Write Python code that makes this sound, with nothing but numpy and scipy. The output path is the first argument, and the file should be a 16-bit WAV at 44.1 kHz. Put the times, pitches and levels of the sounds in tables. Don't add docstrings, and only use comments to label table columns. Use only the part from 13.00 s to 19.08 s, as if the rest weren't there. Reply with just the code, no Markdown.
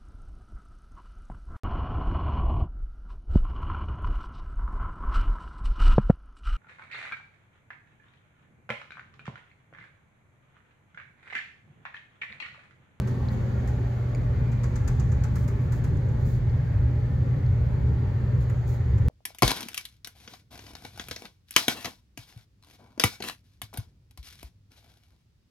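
import sys
import numpy as np
from scipy import signal
from scipy.fft import rfft, irfft
from scipy.io import wavfile
from scipy.ndimage import uniform_filter1d

SR = 44100
rng = np.random.default_rng(int(sys.argv[2]) if len(sys.argv) > 2 else 0)


def digitize_waveform(pressure):
    field = np.atleast_2d(pressure).T
    bounded = np.clip(field, -1, 1)
    quanta = np.round(bounded * 32767).astype(np.int16)
    wavfile.write(sys.argv[1], SR, quanta)


def to_linear_factor(level_db):
    exponent = np.asarray(level_db, float) / 20
    return 10 ** exponent


N = 268348

# (time [s], nearness to the duct [0-1], aim as left minus right [dB])
CAMERA_PATH = [
    (0.0, 0.12, 0),
    (0.4, .2, 1.5),
    (0.9, 0.4, 1),
    (1.4, 0.7, -2),
    (1.9, 0.7, 4),
    (2.4, .95, -0.8),
    (3.0, 1, 1.3),
    (4.3, 1, -5),
    (6.08, 0.92, -5.5),
]
# (time [s], level [dB])
SURGES = [(0.0, -3), (0.39, 3.5), (0.6, -.7), (0.91, -4), (1.41, 2), (1.6, -2.5), (2.03, 4), (2.3, 0),
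          (4.2, -1.4), (4.42, -3.5), (4.56, 1), (4.7, -2.2), (4.89, 1.5), (5.05, -3.5), (5.4, -0.8),
          (5.6, -3.5), (5.85, -3.5), (6.05, 2.5)]


def evened(x):
    return x / np.sqrt(np.mean(x ** 2) + 1e-20)


def read(points, hz):
    f, value = np.transpose(points)
    return np.interp(np.log(hz + 1), np.log(f + 1), value)


def closed(points, hz):
    inside = (hz >= points[0][0]) * (hz <= points[-1][0] + 300)
    return to_linear_factor(read(points, hz)) * inside


def curve(rows, column):
    rows = np.array(rows)
    return np.interp(np.arange(N) / SR, rows[:, 0], rows[:, column])


def coloured(x, gain):
    n = x.shape[-1]
    return irfft(rfft(x) * gain(np.fft.rfftfreq(n, 1 / SR)), n)


def add(mix, start_s, sound, pan_db):
    part = mix[:, round(start_s * SR):][:, :sound.shape[1]]
    sides = to_linear_factor(np.array([[pan_db], [-pan_db]]) / 2)
    part += (sound * sides)[:, :part.shape[1]]


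def air(gain, patchy_db, flicker_db, size):
    # (frequency [Hz], left-right likeness [-1 to 1])
    likeness = [(60, 0.99), (150, 0.95), (250, 0.78), (400, 0.82), (630, 0.096), (1000, 0.011),
                (1600, 0.47), (2600, .01), (5500, 0.19), (8100, 0.33), (8400, .94), (12500, .93),
                (12900, .4)]
    # (frequency [Hz], left minus right [dB])
    side_lean = [(60, -0.6), (150, 0.9), (630, -0.2), (1600, 0.8), (4000, 0), (8200, -1), (15000, 2.5)]
    frames, hz = N * 4 // size + 5, np.fft.rfftfreq(size, 1 / SR)
    a, b, c, d, patches = rng.standard_normal((frames, len(hz), 5)).T
    patches = uniform_filter1d(patches, size=6, axis=0)
    patches = evened(uniform_filter1d(patches, size=10, axis=1))
    flicker = evened(uniform_filter1d(rng.standard_normal(frames), size=4))
    same = np.clip(read(likeness, hz), -1, 1)[:, None]
    left, other = a + 1j * b, c + 1j * d
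    z = np.array([left, same * left + np.sqrt(1 - same ** 2) * other])
    z *= gain(hz)[:, None] * to_linear_factor(patchy_db * patches + flicker_db * flicker)
    z *= to_linear_factor(np.outer([.5, -.5], read(side_lean, hz)))[:, :, None]
    noise = signal.istft(z, nperseg=size, noverlap=size * 3 // 4)[1]
    return evened(noise[:, :N])


def thump():
    hz, t60_s = 70, .08
    t = np.arange(N) / SR
    return to_linear_factor(-19.5 - 60 * t / t60_s) * np.cos(2 * np.pi * hz * t)


def motor():
    hum_hz, drift_rad = 119.97, 0.27
    drift = uniform_filter1d(rng.standard_normal(N), size=9000)
    drift = evened(uniform_filter1d(drift, size=9000))
    phase = 2 * np.pi * hum_hz * np.arange(N) / SR + drift_rad * drift
    level_db = -28 + 1.05 * curve(CAMERA_PATH, column=1) + 0.057 * curve(SURGES, column=1)
    return to_linear_factor(level_db) * np.sqrt(2) * np.cos(phase)


def duct_rumble():
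    # (frequency [Hz], density [dB per Hz])
    spectrum = [(20, -22.5), (32, -17), (52, -5.5), (68, 0.5), (78, -3.5), (97, -2), (105, -2.5),
                (111, -10.5), (130, -5), (155, -10), (172, -16.5), (200, -34)]
    rumble = air(lambda hz: closed(spectrum, hz), patchy_db=2.0, flicker_db=0.6, size=8192)
    level_db = -29.85 + 6 * curve(CAMERA_PATH, column=1) + curve(SURGES, column=1)
    return to_linear_factor(level_db) * rumble


def air_roar():
    # (frequency [Hz], density [dB per Hz])
    spectrum = [(150, -25), (185, 0), (225, -3.5), (250, -7), (310, -15), (420, -11.5), (540, -12.5),
                (660, -20.5), (830, -16), (1100, -24), (1800, -23.5), (2200, -26), (2800, -36.5),
                (3400, -53.5)]
    # (frequency [Hz], width [Hz], lift [dB])
    panels = [(214.5, 4.7, 5), (278, 31, 6.5), (365, 15, 4.5), (389.2, 25, 7), (464, 5, -1.5),
              (516, 6.7, -0.5), (540, 14, 2), (595.2, 18, 10), (677, 36, 2), (840, 36, 2), (970, 45, 1.5),
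              (1127, 65, 5.5), (1385, 20, 2.5), (1850, 84, 1.5)]

    def gain(hz):
        lift_db = sum(db / (1 + (2 * (hz - f) / width) ** 2) for f, width, db in panels)
        return closed(spectrum, hz) * to_linear_factor(lift_db)

    near = curve(CAMERA_PATH, column=1)
    roar = air(gain, patchy_db=2.0, flicker_db=0.46, size=4096)
    boom = coloured(roar, lambda hz: 1 / (1 + (hz / 550) ** 4))
    roar = roar + (to_linear_factor(1.5 - 1.5 * near) - 1) * boom
    level_db = -37 - 2.5 * near + 0.1 * curve(SURGES, column=1)
    return to_linear_factor(level_db) * roar


def seam_leak():
    # (frequency [Hz], density [dB per Hz])
    hiss_spectrum = [(2300, -19), (3000, 0.5), (3800, -2.5), (4650, -2.5), (5050, -8.5), (6000, -10),
                     (6900, -10), (7500, -13.5), (8600, -23), (9800, -19), (11200, -22.5), (12400, -21),
                     (13900, -15.5), (15900, -18.5)]
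    # (frequency [Hz], density [dB per Hz])
    sizzle_spectrum = [(5000, -28), (5700, -11), (6400, 2), (6900, 2.5), (7300, -10), (7800, -11),
                       (8400, -21.5)]
    # (time [s], level [dB])
    looseness = [(0.2, -72), (0.35, -63), (1.03, -69), (1.5, -71), (1.8, -67), (2.1, -63), (2.45, -76),
                 (3.23, -69), (3.74, -75.5), (5.27, -73.5), (5.62, -65.5), (6.08, -72)]
    hiss = air(lambda hz: closed(hiss_spectrum, hz), patchy_db=0.8, flicker_db=0.15, size=512)
    sizzle = air(lambda hz: closed(sizzle_spectrum, hz), patchy_db=0.0, flicker_db=1.9, size=256)
    hiss_db = -60.5 - 3 * curve(CAMERA_PATH, column=1)
    return to_linear_factor(hiss_db) * hiss + to_linear_factor(curve(looseness, column=1) - 4.5) * sizzle


def slap(db, bright_db, body_db, length_s):
    # (frequency [Hz], density [dB per Hz])
    crack_spectrum = [(800, -4.5), (1300, 2.5), (1900, -2.5), (2600, -12.5), (3600, -26), (4600, -18.5),
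                      (5300, -17), (6800, -6.5), (7600, -14), (8700, -24), (10000, -18), (11700, -26),
                      (14000, -20), (15600, -28.5)]
    # (frequency [Hz], density [dB per Hz])
    ring_spectrum = [(800, -10.5), (2500, -15.5), (4600, -8.5), (5500, -9), (6400, -4.5), (6900, -6),
                     (7400, -8.5), (8700, -18), (11500, -21), (14000, -17), (15900, -21)]
    t = np.arange(round(.3 * SR)) / SR
    contacts = np.zeros(len(t))
    at, weakness = rng.random((2, 7))
    contacts[((.15 + at) * length_s * SR).astype(int)] = to_linear_factor(-8 - 5 * weakness - 8 * at)
    contacts[0] = 1
    chatter = np.convolve(contacts, to_linear_factor(-60 * t[:600] / .028))[:len(t)]
    tail = to_linear_factor(-12.5 - 60 * t / (11 * length_s)) + to_linear_factor(-25.0 - 60 * t / 0.92)
    shared, left, right = rng.standard_normal((3, len(t)))
    noise = np.array([left, right]) + 0.59 * shared

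    def tilt(hz):
        return to_linear_factor(np.interp(hz, [2400, 3400, 8100, 8900], [body_db, 0, 0, bright_db]))

    crack = evened(coloured(noise, lambda hz: closed(crack_spectrum, hz) * tilt(hz)))
    ring = evened(coloured(noise[:, ::-1], lambda hz: closed(ring_spectrum, hz) * tilt(hz)))
    body = coloured(crack, lambda hz: hz < 2800)
    swell = 0.88 * (1 - np.exp(-t / 0.003)) * to_linear_factor(-60 * t / 0.15)
    blow = (crack - body) * chatter + body * swell + ring * tail
    return to_linear_factor(db + 4.5) * blow * np.minimum(t * 1800, 1)


def tick(db, pitch_hz, over_db):
    # (multiple of the pitch [ratio], level [dB])
    overtones = [(.5, 6.5), (1.499, 0.5), (2.1, -14.5)]
    t60_s = 66 / pitch_hz
    t = np.arange(round(.04 * SR)) / SR
    modes = np.sin(2 * np.pi * pitch_hz * t)
    for multiple, mode_db in overtones:
        modes = modes + to_linear_factor(over_db + mode_db) * np.sin(2 * np.pi * pitch_hz * multiple * t)

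    def near_pitch(hz):
        return np.exp(-(np.log((hz + 1) / (1.08 * pitch_hz)) / .16) ** 2)

    snap = evened(coloured(rng.standard_normal(len(t)), near_pitch))
    ring = modes * to_linear_factor(-60 * t / t60_s) * (1 - np.exp(-t / 0.0003))
    ring = ring + to_linear_factor(-2.0 - 60 * t / 0.006) * snap
    lags = (rng.uniform(0.0067, .0085, (2, 2)) * SR).astype(int)
    heard = [ring + sum(.22 * np.roll(ring, lag) for lag in pair) for pair in lags]
    return to_linear_factor(db + 4) * np.array(heard)


def rub(length_s, db, fade_db):
    # (frequency [Hz], density [dB per Hz])
    spectrum = [(2600, -26), (3600, -6.5), (4600, -4.5), (5300, -8), (6900, -2), (8600, -14.5),
                (10000, -9.5), (11500, -13.5), (13800, -6), (15700, -6.5)]
    rise, release = .12, 0.32
    u = np.arange(0, length_s, 1 / SR) / length_s
    grit = rng.standard_normal((3, len(u))) * to_linear_factor(1.7 * rng.exponential(1, len(u)))
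    hiss = evened(coloured(grit[:2] + 0.57 * grit[2], lambda hz: closed(spectrum, hz)))
    dull = coloured(hiss, lambda hz: hz < 8300)
    hiss = hiss + (to_linear_factor(2.5 * u) - 1) * dull
    stroke = np.minimum(np.minimum(u / rise, (1 - u) / release), 1)
    return stroke * to_linear_factor(db + fade_db * u + 6.5) * hiss


def scene():
    # (time [s], level [dB], brightness [dB], chatter length [s])
    slaps = [(0.017, -57.5, 0.5, 0.0045), (0.073, -48.5, 1, 0.02), (0.674, -48.5, 0, 0.015),
             (1.5174, -51.5, -2.5, 0.014), (1.6344, -44.5, -4.5, 0.013), (1.756, -45, -4, 0.012),
             (1.8764, -42, -1.5, 0.012), (1.996, -46, -8, .01), (2.118, -48.5, -6, 0.0091),
             (2.2363, -43, -2.5, 0.01), (2.356, -43.5, 4, .012), (2.478, -45.5, 2, 0.013),
             (2.721, -44.5, 2, 0.011), (2.84, -47, 2.5, 0.013), (2.968, -57, -1.5, .008),
             (3.087, -60.5, -2.5, 0.0076), (5.498, -48, 4, 0.004), (5.98, -51.5, -2.5, 0.006)]
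    # (time [s], level [dB], pitch [Hz], overtones [dB])
    ticks = [
        (.1125, -58, 4300, -14),
        (0.2865, -44.5, 4160, -17),
        (1.0893, -65, 8260, -16),
        (1.1485, -50, 4550, 3.5),
        (3.496, -57.5, 4300, -19),
        (4.463, -54, 4310, -8),
        (5.499, -50, 1990, -11),
        (6.0555, -62.5, 6500, -18),
    ]
    # (start [s], length [s], level [dB], fade over the stroke [dB])
    rubs = [
        (0.313, .045, -69, -3),
        (2.378, .095, -68, -2.5),
        (2.6, .11, -74, -4.5),
        (2.734, .08, -66.5, -8.5),
        (3.198, .05, -73.5, -2),
        (3.242, .17, -64.5, -8.5),
        (5.403, .055, -67.5, -7.5),
        (5.664, 0.13, -63.5, -6.5),
    ]
    mix = thump() + motor() + duct_rumble() + air_roar() + seam_leak()
    aim_db = curve(CAMERA_PATH, column=2)
    for s, db, bright_db, length_s in slaps:
        pan_db = aim_db[round(s * SR)]
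        body_db = 4 + .35 * bright_db - 1.2 * pan_db
        add(mix, s, slap(db, bright_db, body_db, length_s), pan_db)
    for s, db, pitch_hz, over_db in ticks:
        add(mix, s, tick(db, pitch_hz, over_db), aim_db[round(s * SR)])
    for s, length_s, db, fade_db in rubs:
        add(mix, s, rub(length_s, db, fade_db), pan_db=0.5)
    return mix


def band_limit(x):
    return signal.sosfilt(signal.butter(12, 15830, fs=SR, output="sos"), x)


def record(dry):
    left_s = np.arange(N)[::-1] / SR
    fade = np.minimum(.35 + left_s / .004, 1)
    return band_limit(dry * fade)


dry = scene()
out = record(dry)
digitize_waveform(out)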